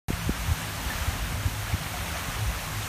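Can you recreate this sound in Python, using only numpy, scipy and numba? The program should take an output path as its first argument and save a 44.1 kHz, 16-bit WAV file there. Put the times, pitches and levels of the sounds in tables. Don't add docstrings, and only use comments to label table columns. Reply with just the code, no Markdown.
import sys
import numpy as np
from scipy import signal
from scipy.fft import rfft, irfft
from scipy.io import wavfile
from scipy.ndimage import uniform_filter1d
from numba import njit

SR = 44100
rng = np.random.default_rng(int(sys.argv[2]) if len(sys.argv) > 2 else 0)


def voltage_ratio(decibels):
    exponent = np.asarray(decibels, float) / 20
    return 10 ** exponent


def waveform_to_disk(signal):
    frames = np.transpose(np.atleast_2d(signal))
    scaled = np.clip(frames, -1, 1) * 32767
    samples = np.round(scaled).astype(np.int16)
    wavfile.write(sys.argv[1], SR, samples)


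N = 127008

# (frequency [Hz], spectral level [dB per Hz])
WATER_COLOUR = [(240, -13), (400, -7.5), (703, -1.5), (1460, -1.5), (3230, -6.5), (4880, -11), (6130, -9.5),
                (13300, -14), (15300, -16.5)]
# (frequency [Hz], width [Hz], depth [0-1])
PORT_NOTCHES = [(4960, 280, 0.21), (7480, 900, 0.22), (10430, 900, 0.4)]


def level(x, db):
    return x * voltage_ratio(db) / np.sqrt(np.mean(x ** 2))


def along(table, x, log=False):
    a = np.array(table, float)
    if log:
        return np.interp(np.log(x), np.log(a[:, 0]), a[:, 1])
    return np.interp(x, a[:, 0], a[:, 1])


def band(x, hz, width_hz):
    return signal.lfilter(*signal.iirpeak(hz, hz / width_hz, fs=SR), x)


def walk(rate):
    hold = int(SR / rate)
    steps = np.repeat(rng.standard_normal(N // hold + 1), hold)
    return 1.09 * uniform_filter1d(uniform_filter1d(steps, hold), hold)[:N]


def rush(table, low_hz, count, patch_db, flicker_db, rate):
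    f = np.maximum(np.fft.rfftfreq(N, 1 / SR), 1)
    colour = voltage_ratio(along(table, f, log=True))
    out, shared = 0, walk(rate / 4)
    for k in range(count):
        shared = 0.9 * shared + 0.5 * walk(rate / 4)
        slot = np.cos(np.pi / 2 * np.clip(3 * np.log2(f / low_hz) - k, -1, 1))
        noise = irfft(rfft(rng.standard_normal(N)) * slot * colour, N)
        out = out + noise * voltage_ratio(patch_db * shared + flicker_db * walk(rate))
    return level(out, 0)


@njit
def ring(n, start, step, cycles, size, rise):
    out = np.zeros(n)
    for k in range(len(start)):
        span = cycles * 2 * np.pi / step[k]
        z = size[k] + 0j
        turn = np.exp(1j * step[k] - 3 / span)
        glide = np.exp(1j * step[k] * rise / span)
        for i in range(start[k], min(n, start[k] + int(2 * span))):
            z *= turn
            turn *= glide
            out[i] += z.imag
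    return out


def bubbles(per_s, low_hz, high_hz, cycles, scatter_db, rise):
    count = int(round(per_s, -1) * 3)
    when, pitch, luck = rng.random((count, 3)).T
    hz = low_hz * (high_hz / low_hz) ** pitch
    size = hz * voltage_ratio(along(WATER_COLOUR, hz, log=True) - scatter_db * np.log(1 - luck))
    return ring(N, (when * N).astype(np.int64), 2 * np.pi * hz / SR, 1. * cycles, size, 1. * rise)


def gurgling():
    # (time [s], frequency [Hz], level [dB])
    pockets = [(.344, 1580, -36), (.614, 1680, -35), (.64, 1990, -35), (.79, 1900, -37), (1.073, 1960, -32),
               (1.09, 784, -36), (1.355, 600, -39), (1.555, 836, -40), (1.68, 1710, -32.5),
               (1.695, 696, -35.5), (1.94, 725, -32.5), (1.972, 1335, -38), (2.005, 563, -39),
               (2.055, 895, -37), (2.155, 689, -34), (2.318, 1470, -36), (2.405, 750, -37),
               (2.676, 1065, -36), (2.745, 1580, -42.5)]
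    s, hz, db = np.array(pockets).T
    gurgle = ring(N, (s * SR).astype(np.int64), 2 * np.pi * hz / SR, 41., voltage_ratio(db), -0.0026)
    s, hz, db = np.array([(.902, 1790, -27)]).T
    drip = ring(N, (s * SR).astype(np.int64), 2 * np.pi * hz / SR, 110., voltage_ratio(db), -.07)
    return gurgle + drip


def water(t):
    # (time [s], level [dB])
    flow = [(0.1, -35.5), (0.16, -35.5), (0.89, -34), (1.51, -35.5), (2.23, -33.5), (2.43, -35),
            (2.87, -34.5), (2.88, -36)]
    # (time [s], level [dB])
    bubbling = [(.1, 5.5), (.26, -6), (.63, -3), (.8, -2.5), (1.1, -2), (1.5, 0), (1.88, 1), (1.96, 2),
                (2.16, 2.5), (2.6, -0.5), (2.7, -1.5), (2.88, 3)]
    spray = voltage_ratio(-1.5) * rush(WATER_COLOUR, 245.3, count=19, patch_db=.55, flicker_db=.9, rate=24.)
    fizz = bubbles(9000, 456.0, 11130.0, cycles=6, scatter_db=1.6, rise=.1)
    plops = bubbles(320, 557, 4450, cycles=24, scatter_db=1.9, rise=0.074)
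    mix = spray + level(fizz, -8) + voltage_ratio(along(bubbling, t)) * level(plops, -11.5)
    swell_db = .3 * walk(16.0)
    return mix * voltage_ratio(along(flow, t) + swell_db) + gurgling()


def culvert(t):
    # (frequency [Hz], pitch wander [Hz], level [dB])
    modes = [
        (104.1, 2.56, -47),
        (162, 4.5, -50),
        (258.6, 5.65, -62),
    ]
    # (centre time [s], length [s], boost [dB])
    drives = [
        [(.13, 0.14, 8), (.27, 0.095, 9), (.65, 0.091, 8), (1.37, 0.12, 15), (1.6, .12, 10), (1.71, .1, 15),
         (2.43, .12, 17), (2.79, .17, 13.5)],
        [(.22, .16, 9), (.42, 0.36, 8), (.66, .14, 8), (.86, .16, 8), (1.3, 0.21, 5), (1.65, .08, 7),
         (1.82, 0.028, 10), (1.94, 0.05, 9), (2.12, 0.039, 9), (2.62, .2, 9)],
        [(.7, 0.88, 10), (1.48, 0.056, 15.5)],
    ]
    flicker_db = 3.2
    out = 0
    for (hz, wander_hz, db), swells in zip(modes, drives):
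        phase = 2 * np.pi * np.cumsum(hz + wander_hz * walk(18.)) / SR
        tone = np.sin(phase) * voltage_ratio(flicker_db * walk(16.))
        swell = sum(boost_db * np.exp(-(2 * (t - s) / d) ** 2) for s, d, boost_db in swells)
        out = out + level(tone, db) * voltage_ratio(swell)
    return out


def wind(t):
    # (frequency [Hz], spectral level [dB per Hz])
    wind_colour = [(13, -43), (22, -25), (49, 5), (86, -1), (170, -7.5), (278, -12.5), (450, -24),
                   (580, -46), (990, -120)]
    # (time [s], level [dB])
    gusts = [(.1, -42), (.3, -39.5), (.6, -39), (.9, -38), (1.2, -35), (1.45, -37), (1.6, -39), (1.93, -38),
             (2.17, -38.5), (2.48, -37.5), (2.6, -41), (2.88, -39)]
    rumble = rush(wind_colour, 20.03, count=15, patch_db=1.36, flicker_db=2.5, rate=14.)
    return rumble * voltage_ratio(along(gusts, t) + 1)


def buffets(t):
    # (centre time [s], peak level [dB], frequency [Hz], length [cycles])
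    eddies = [(0.087, -23, 94, 1.6), (.137, -19.5, 84, 1.4), (0.2733, -25.5, 78, 1.8),
              (0.302, -23.5, 64.4, 2.1), (0.411, -25.5, 56.4, 4.4), (0.494, -20, 79.6, 2.8),
              (0.519, -14, 80, 1.5), (0.869, -23.5, 54.7, 2.2), (0.955, -23, 60, 0.85),
              (1.017, -24.5, 65, 1.9), (1.088, -18, 82, 2.2), (1.351, -22, 74, 1.8), (1.462, -16, 86, 2),
              (1.483, -23, 91, 0.61), (1.74, -16, 83.5, 2.06), (2.131, -31.5, 73, 5.7),
              (2.296, -27, 68, 1.4), (2.489, -22.5, 57, 3.4), (2.718, -34, 60, 1.8)]
    out = np.zeros(N)
    for s, db, hz, cycles in eddies:
        turn = (t - s) * hz
        bell = np.exp(-(2.5 * turn / cycles) ** 2)
        fall = 1 - 0.24 * np.clip(turn / cycles, -1, 1)
        out -= voltage_ratio(db) * bell * np.sin(2 * np.pi * turn * fall)
    return out


def knocks(t):
    # (time [s], peak level [dB], frequency [Hz], ring time [s])
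    taps = [
        (0.1041, -9.5, 167, 0.0013),
        (0.2934, -12.5, 180, 0.0025),
        (0.912, -42.5, 172, 0.032),
        (1.323, -29, 131.4, .006),
        (1.433, -30, 149, 0.0036),
        (1.474, -38.5, 240, 0.0056),
        (1.742, -22, 140, 0.0038),
        (1.86, -30, 130, 0.0033),
        (2.285, -24, 100, .004),
    ]
    rise_s, sag = .0007, .35
    soft = 3.2
    out = np.zeros(N)
    for s, db, hz, ring_s in taps:
        u = np.maximum(t - s, 0)
        turn = hz * (u + sag * ring_s * (1 - np.exp(-u / ring_s)))
        push = 1 - np.exp(-(u / rise_s) ** 2)
        hit = push * np.exp(-u / ring_s) * np.sin(2 * np.pi * turn)
        out += 2 * voltage_ratio(db) * signal.sosfiltfilt(signal.butter(5, soft * hz, fs=SR, output="sos"), hit)
    return out


def scene():
    t = np.arange(N) / SR
    mono = water(t) + culvert(t) + wind(t) + buffets(t) + knocks(t)
    return np.array([mono, mono])


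def starve(x):
    f, t, z = signal.stft(x, SR, nperseg=2048)
    cells = rng.random((len(f) // 5 + 1, len(t) // 2 + 1))
    cells = cells.repeat(5, 0).repeat(2, 1)[:len(f), :len(t)]
    dip = np.exp(-((f - PORT_NOTCHES[2][0]) / 120) ** 2)
    treble = np.clip(f / 15000, 0, 1) ** 7
    fade = np.exp(-(t / 1.2) ** 2)
    share = .13 * (treble + 2 * dip)[:, None] * fade
    return signal.istft(z * (cells > share), SR, nperseg=2048)[1][:N]


def split_bands(x, t, f):
    # (centre time [s], low edge [Hz], high edge [Hz])
    splits = [(.163, 11000, 12400), (.186, 6900, 8300), (.21, 6300, 8300), (.21, 9000, 10300),
              (.349, 10300, 11700), (.558, 6900, 8300), (.813, 4700, 5700), (1.417, 4700, 5700),
              (1.417, 11700, 13100), (1.812, 11000, 12400), (1.812, 13800, 15200), (2.16, 6900, 8300),
              (2.81, 9000, 11000)]
    split_s, side_db, loss = 0.042, -3, .3
    spread = np.abs(rfft(x)) * np.exp(2j * np.pi * rng.random(len(f)))
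    side = 0
    for s, low_hz, high_hz in splits:
        frame = np.cos(np.pi * np.clip((t - s) / split_s, -.5, .5))
        inside = (f > low_hz) * (f < high_hz)
        side = side + irfft(spread * inside, N) * frame
        x = x - loss * irfft(rfft(x) * inside, N) * frame
    return x + voltage_ratio(side_db) * side * np.array([[1], [-1]])


def roll_off(x):
    return signal.sosfilt(signal.butter(12, 16290, fs=SR, output="sos"), x)


def record(dry):
    start_s, top_hz, port_low_hz = .0838, 15330, 31
    t, f = np.arange(N) / SR, np.fft.rfftfreq(N, 1 / SR)
    x = signal.sosfilt(signal.butter(2, port_low_hz, "high", fs=SR, output="sos"), dry[0])
    for hz, width_hz, depth in PORT_NOTCHES:
        x = x - depth * band(x, hz, width_hz)
    both = split_bands(starve(x), t, f) * (t > start_s)
    top_cut = np.clip((top_hz - f) / 100 + .5, 0, 1) ** 2
    both = irfft(rfft(both) * top_cut, N) * np.clip((t - start_s) / 0.02 + 1, 0, 1)
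    return roll_off(both)


dry = scene()
out = record(dry)
waveform_to_disk(out)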